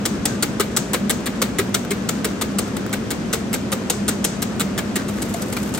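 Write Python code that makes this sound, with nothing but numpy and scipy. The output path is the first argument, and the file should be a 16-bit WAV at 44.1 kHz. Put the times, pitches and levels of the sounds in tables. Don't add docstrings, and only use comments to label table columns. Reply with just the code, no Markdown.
import sys
import numpy as np
from scipy import signal
from scipy.fft import rfft, irfft, next_fast_len
from scipy.io import wavfile
from scipy.ndimage import map_coordinates

SR = 44100
rng = np.random.default_rng(int(sys.argv[2]) if len(sys.argv) > 2 else 0)


def wrap_up_sound(samples):
    columns = np.atleast_2d(samples).T
    tamed = np.clip(columns, -1, 1)
    steps = np.round(tamed * 32767).astype(np.int16)
    wavfile.write(sys.argv[1], SR, steps)


N = 255471


def amp(db):
    return 10 ** (np.asarray(db) / 20)


def unit(x):
    return x / np.sqrt(np.mean(x ** 2) + 1e-20)


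def burst(x, db):
    return amp(db) * x * np.sqrt(.02 * SR / np.sum(x ** 2))


def add(track, start_s, x):
    part = track[..., max(0, round(start_s * SR)):][..., :x.shape[-1]]
    part += x[..., :part.shape[-1]]


def along(points, hz):
    f, values = np.transpose(points)
    return np.interp(np.log(hz + 1), np.log(f + 1), values)


def wobble(per_s):
    knots = rng.standard_normal(int(N * per_s / SR) + 4)
    return map_coordinates(knots, [np.arange(N) * per_s / SR])


def scattered(hz, octaves):
    return hz * 2 ** (octaves * rng.standard_normal())


def filtered(x, response):
    n = x.shape[-1]
    padded = next_fast_len(n + 8192)
    hz = np.fft.rfftfreq(padded, 1 / SR)
    return irfft(rfft(x, padded) * response(hz), padded)[..., :n]


def coloured(x, spectrum):
    return filtered(x, lambda hz: amp(along(spectrum, hz)))


def resonate(x, modes):
    def response(f):
        return sum((-1) ** k * amp(db) * 1j * f * width / (hz * hz - f * f + 1j * f * width)
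                   for k, (hz, width, db) in enumerate(modes))
    return filtered(x, response)


def smear(x, t60, channels):
    decay = amp(-120 * np.arange(len(x)) / SR / t60)
    energy = np.abs(signal.fftconvolve(x ** 2, decay / decay.sum())[:len(x)])
    return np.sqrt(energy) * rng.standard_normal((channels, len(x)))


# f/Hz, coherence
COHERENCE = [(60, .99), (150, .95), (300, .85), (600, .5), (1000, .25), (6500, .2), (8500, .65),
             (10000, .9), (16000, .9)]

def diffuse(pair):
    def weights(hz):
        angle = np.arccos(np.clip(along(COHERENCE, hz), -1, 1)) / 2
        return np.array([np.cos(angle), np.sin(angle)])
    mid, side = filtered(pair, weights)
    return np.array([mid + side, mid - side])


def echoes(x, near_db, near_t60, room_db, room_t60):
    near = amp(near_db) * smear(x, near_t60, channels=2)
    room = amp(room_db) * smear(x, room_t60, channels=2)
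    return x + diffuse(near + room)


def grains(spectrum, per_s, spread_db):
    hits = (rng.uniform(0, 1, (2, N)) < per_s / SR) * rng.standard_normal((2, N))
    sizes = amp(spread_db * rng.standard_normal((2, N)))
    return unit(diffuse(coloured(hits * sizes, spectrum)))


# f/Hz, relative level/dB
HOOD_RUMBLE = [(20, -30), (40, -14), (65, -0.5), (88, -6), (120, 1.5), (145, -1), (240, 2), (310, -1),
               (410, -3), (600, -7.5), (850, -14), (1500, -13)]
HOOD_HISS = [(1000, -26), (1600, 1), (2500, 3.5), (4000, -2), (6500, -3), (8500, -9.5), (12000, -18),
             (16000, -41)]
# f/Hz, bandwidth/Hz, relative level/dB
DUCT_MODES = [(102.2, 1.14, -40), (112.5, 6, -45.5), (167.3, 2.9, -40.5), (200.9, 19.8, -28.5),
              (228.6, 22.5, -33.5), (265.7, 12.6, -37.5), (288.1, 4, -46.5), (360.4, 5.3, -42)]

def ventilation():
    def duct_response(f):
        power = sum(amp(2 * db) / width / (1 + ((f - hz) / (0.5 * width)) ** 2) ** 2
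                    for hz, width, db in DUCT_MODES)
        return np.sqrt(power)
    rumble = coloured(rng.standard_normal((2, N)), HOOD_RUMBLE)
    rumble = filtered(rumble, lambda hz: 1 / (1 + (hz / 1700) ** 6))
    hiss = coloured(rng.standard_normal((2, N)), HOOD_HISS)
    hum = filtered(rng.standard_normal((2, N)), duct_response)
    return diffuse(amp(-27.5) * unit(rumble) + amp(-40) * unit(hiss) + amp(-27) * unit(hum))


# f/Hz, relative level/dB
FRICTION_SPECTRUM = [(1500, 0), (4000, -5), (8000, -2), (11000, -4), (15500, -9)]

def scrape():
    level_db = np.interp(np.arange(N) / SR, [5.0, 5.1, 5.3], [-80, -43, -41])
    slips = amp(2.2 * wobble(60)) * grains(FRICTION_SPECTRUM, per_s=1600, spread_db=3.5)
    return amp(level_db) * slips


def damped_tone(t, hz, t60, rise_s):
    return np.sin(2 * np.pi * hz * t) * amp(-60 * t / t60) * (1 - np.exp(-t / rise_s))


def clink():
    out, t = np.zeros((2, N)), np.arange(SR // 5) / SR
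    note = amp(-17) * damped_tone(t, hz=2360, t60=.03, rise_s=0.00078)
    add(out, start_s=5.569, x=note)
    return out


# f/Hz, relative level/dB
FROTH_SPECTRUM = [(200, -24), (450, -5), (900, -3.5), (1550, 5.5), (2500, -9), (6000, -9), (9000, -16),
                  (15500, -28)]

def squelch():
    t = np.arange(N) / SR
    flow = 0.69 + sum(np.exp(-((t - start - .07) / 0.059) ** 2) for start, *_ in STROKES)
    level_db = -45.5 + 3.9 * wobble(25)
    return amp(level_db) * unit(flow) * grains(FROTH_SPECTRUM, per_s=2200, spread_db=2.5)


# t/s, level/dB
WET_CLICKS = [(1.206, -20), (1.693, -19), (1.85, -14), (2.682, -20), (2.864, -11.5), (2.8944, -19),
              (3.3552, -11), (3.559, -13.5), (4.564, -20)]

def wet_clicks():
    out, t = np.zeros((2, N)), np.arange(SR // 30) / SR
    for start, db in WET_CLICKS:
        hz = scattered(1300, octaves=0.21)
        pop = np.sin(2 * np.pi * hz * t) * np.exp(-t * hz / 2)
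        snap = 0.46 * rng.standard_normal(len(t)) * np.exp(-t / 0.00059)
        snap = echoes(snap, near_db=0, near_t60=.03, room_db=-15, room_t60=.2)
        add(out, start, amp(db) * (pop + snap) / 2)
    return out


# t/s, level/dB, f/Hz
AIR_POCKETS = [(0.6, -10, 404), (0.944, -15.5, 494), (1.421, -21, 504), (1.591, -11.5, 391),
               (1.911, -18, 407), (2.253, -17.5, 426), (3.333, -18, 450), (3.725, -19, 522),
               (5.343, -18.5, 685)]

def plops():
    out, t = np.zeros(N), np.arange(SR // 8) / SR
    for start, db, hz in AIR_POCKETS:
        add(out, start, amp(db) * damped_tone(t, hz, t60=0.085, rise_s=0.00082))
    return out


def contact_force(t, length_s, count=8):
    place = (np.arange(count) + rng.uniform(0, 1, count)) / count
    swell = 1 + 1.2 * np.sin(np.pi * place ** .75) ** 2
    sizes = swell * amp(2 * rng.standard_normal(count))
    place[0], sizes[0] = 0, amp(7)
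    taps = np.bincount((place * length_s * SR).astype(int), sizes, len(t))
    return smear(taps, t60=0.0075, channels=1)[0]


def with_mode(sound, force, hz, width_hz, mode_db):
    mode = resonate(force, [(hz, width_hz, 0)])
    return unit(sound) + amp(mode_db) * unit(mode)


def wire_twang(force):
    modes = [(hz, 140, 0) for hz in rng.uniform(2500, 15500, size=18)]
    return amp(-7) * unit(resonate(force, modes))


# f/Hz, relative level/dB
RING_SPECTRUM = [(1200, -6), (2500, -8.5), (5300, -2), (6500, 2), (7900, -1), (9000, -8), (15000, -31)]

def wire_ring(t, t60):
    shimmer = diffuse(coloured(rng.standard_normal((2, len(t))), RING_SPECTRUM))
    return unit(shimmer) * amp(-60 * t / t60) * (1 - np.exp(-t / 0.0017))


# f/Hz, bandwidth/Hz, relative level/dB
BOWL_MODES = [(290, 70, -4), (400, 90, 0), (510, 90, -4), (630, 100, -7), (860, 160, -10)]
WALL_MODES = [(734, 50, -10), (995, 97, -1), (1228, 107, 4), (1605, 270, 5), (1790, 290, 2.5),
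              (2297, 280, 4.5)]
# f/Hz, relative level/dB
CLATTER_SPECTRUM = [(1700, -21), (2700, -1.5), (3200, -1.5), (4000, -0.5), (5200, -9.5), (6000, -18),
                    (7500, -9.5)]
CLICK_SPECTRUM = [(4000, -7.5), (5800, -2.5), (6600, -0.5), (7700, -1.5), (8700, 0), (11000, 0.5),
                  (13000, -19), (15500, -14)]
# t/s, contact duration/s, level/dB, bareness (0 deep in egg, 1 on bare steel)
STROKES = [(0.0538, 0.011, -21.9, 0.57), (0.2542, 0.007, -22, 0.78), (0.4254, 0.011, -19.5, 0.4),
           (0.598, 0.017, -19.5, 0.21), (0.765, 0.012, -19, 0.64), (0.9338, 0.018, -20, 0.19),
           (1.0965, 0.015, -19, 0.53), (1.2592, 0.018, -25.5, 0.19), (1.4175, 0.012, -19, 0.25),
           (1.5855, 0.015, -20.5, 0.14), (1.743, 0.01, -18.9, 0.4), (1.907, 0.014, -24.5, 0.19),
           (2.0889, 0.0072, -22.5, 0.5), (2.245, 0.011, -22.5, 0.32), (2.4126, 0.014, -23, 0.33),
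           (2.5854, 0.011, -23.5, 0.6), (2.766, 0.006, -32.5, 0.24), (2.928, 0.016, -25, 0.13),
           (3.1055, 0.017, -25.5, 0.44), (3.329, 0.017, -21, 0.45), (3.5303, 0.021, -23, 0.47),
           (3.719, 0.019, -23, 0.32), (3.899, 0.0088, -21, 0.73), (4.0808, 0.015, -20.5, 0.54),
           (4.2429, 0.013, -22.5, 0.89), (4.4204, 0.012, -25, 0.56), (4.597, 0.024, -21, 0.34),
           (4.778, 0.018, -24.5, 0.17), (4.957, 0.014, -23, 0.31), (5.0827, 0.019, -34, 0.29),
           (5.219, 0.013, -29.5, 0.56), (5.3387, 0.0087, -33.5, 0.6), (5.4188, 0.008, -33.5, 0.67),
           (5.5257, 0.012, -31, 0.41), (5.566, 0.009, -31, 0.098), (5.63, 0.007, -40, 0.75),
           (5.7396, 0.023, -30, 0.64), (5.773, 0.013, -31.7, 0.18)]

def whisk():
    out, t = np.zeros((2, N)), np.arange(SR // 4) / SR
    for start, length_s, db, bare in STROKES:
        wall_hz, wire_hz = scattered(1450, octaves=0.26), scattered(7510, octaves=0.078)
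        force = contact_force(t, length_s)
        body = echoes(force, near_db=2.5, near_t60=0.086, room_db=-4, room_t60=0.24)
        bright = echoes(force, near_db=-6, near_t60=.045, room_db=-18, room_t60=.22)
        twang = wire_twang(force)
        knock = resonate(body, BOWL_MODES)
        clang = with_mode(resonate(body, WALL_MODES), force, wall_hz, width_hz=116, mode_db=-4.5)
        clatter = coloured(unit(body) + twang / 2, CLATTER_SPECTRUM)
        click = coloured(unit(bright) + twang, CLICK_SPECTRUM)
        click = with_mode(click, force, wire_hz, width_hz=83, mode_db=-9)
        ring = wire_ring(t, t60=0.26 + 0.19 * bare)
        add(out, start, burst(knock, -14.5 + 0.44 * db))
        add(out, start, burst(clang, db + 4.07 - 12 * bare))
        add(out, start, burst(clatter, db + 1.73 - 4.5 * bare))
        add(out, start, burst(click, db - 3 + 11.65 * bare))
        add(out, start, ring * amp(db - 15.5 + 13 * bare))
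    return out


def scene():
    return whisk() + clink() + plops() + wet_clicks() + squelch() + scrape() + ventilation()


# f/Hz, lead of left over right/rad
PORT_PHASE = [(900, 0), (1800, -.7), (2500, 1.2), (5500, 1.1), (7500, 1.1), (8400, -.1), (9800, -2.6),
              (10600, -3.6), (11700, -6.1), (12400, -6.6), (13400, -9), (14200, -9.9), (15300, -12.5)]
# f/Hz, left minus right level/dB
PORT_BALANCE = [(150, 0.15), (700, 2.1), (2400, 0.92), (4000, 2.9), (6300, 8), (8300, .3)]

def record(dry):
    def ports(hz):
        tilt = amp(along(PORT_BALANCE, hz) / 2)
        lag = np.exp(-1j * along(PORT_PHASE, hz))
        return np.array([tilt, lag / tilt]) / np.sqrt((tilt ** 2 + tilt ** -2) / 2)
    ceiling, top_hz = .88, 15850
    heard = filtered(dry, ports)
    rounded = heard / (1 + (heard / ceiling) ** 8) ** (1 / 8)
    return filtered(rounded, lambda hz: 1 / (1 + (hz / top_hz) ** 200))


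dry = scene()
out = record(dry)
wrap_up_sound(out)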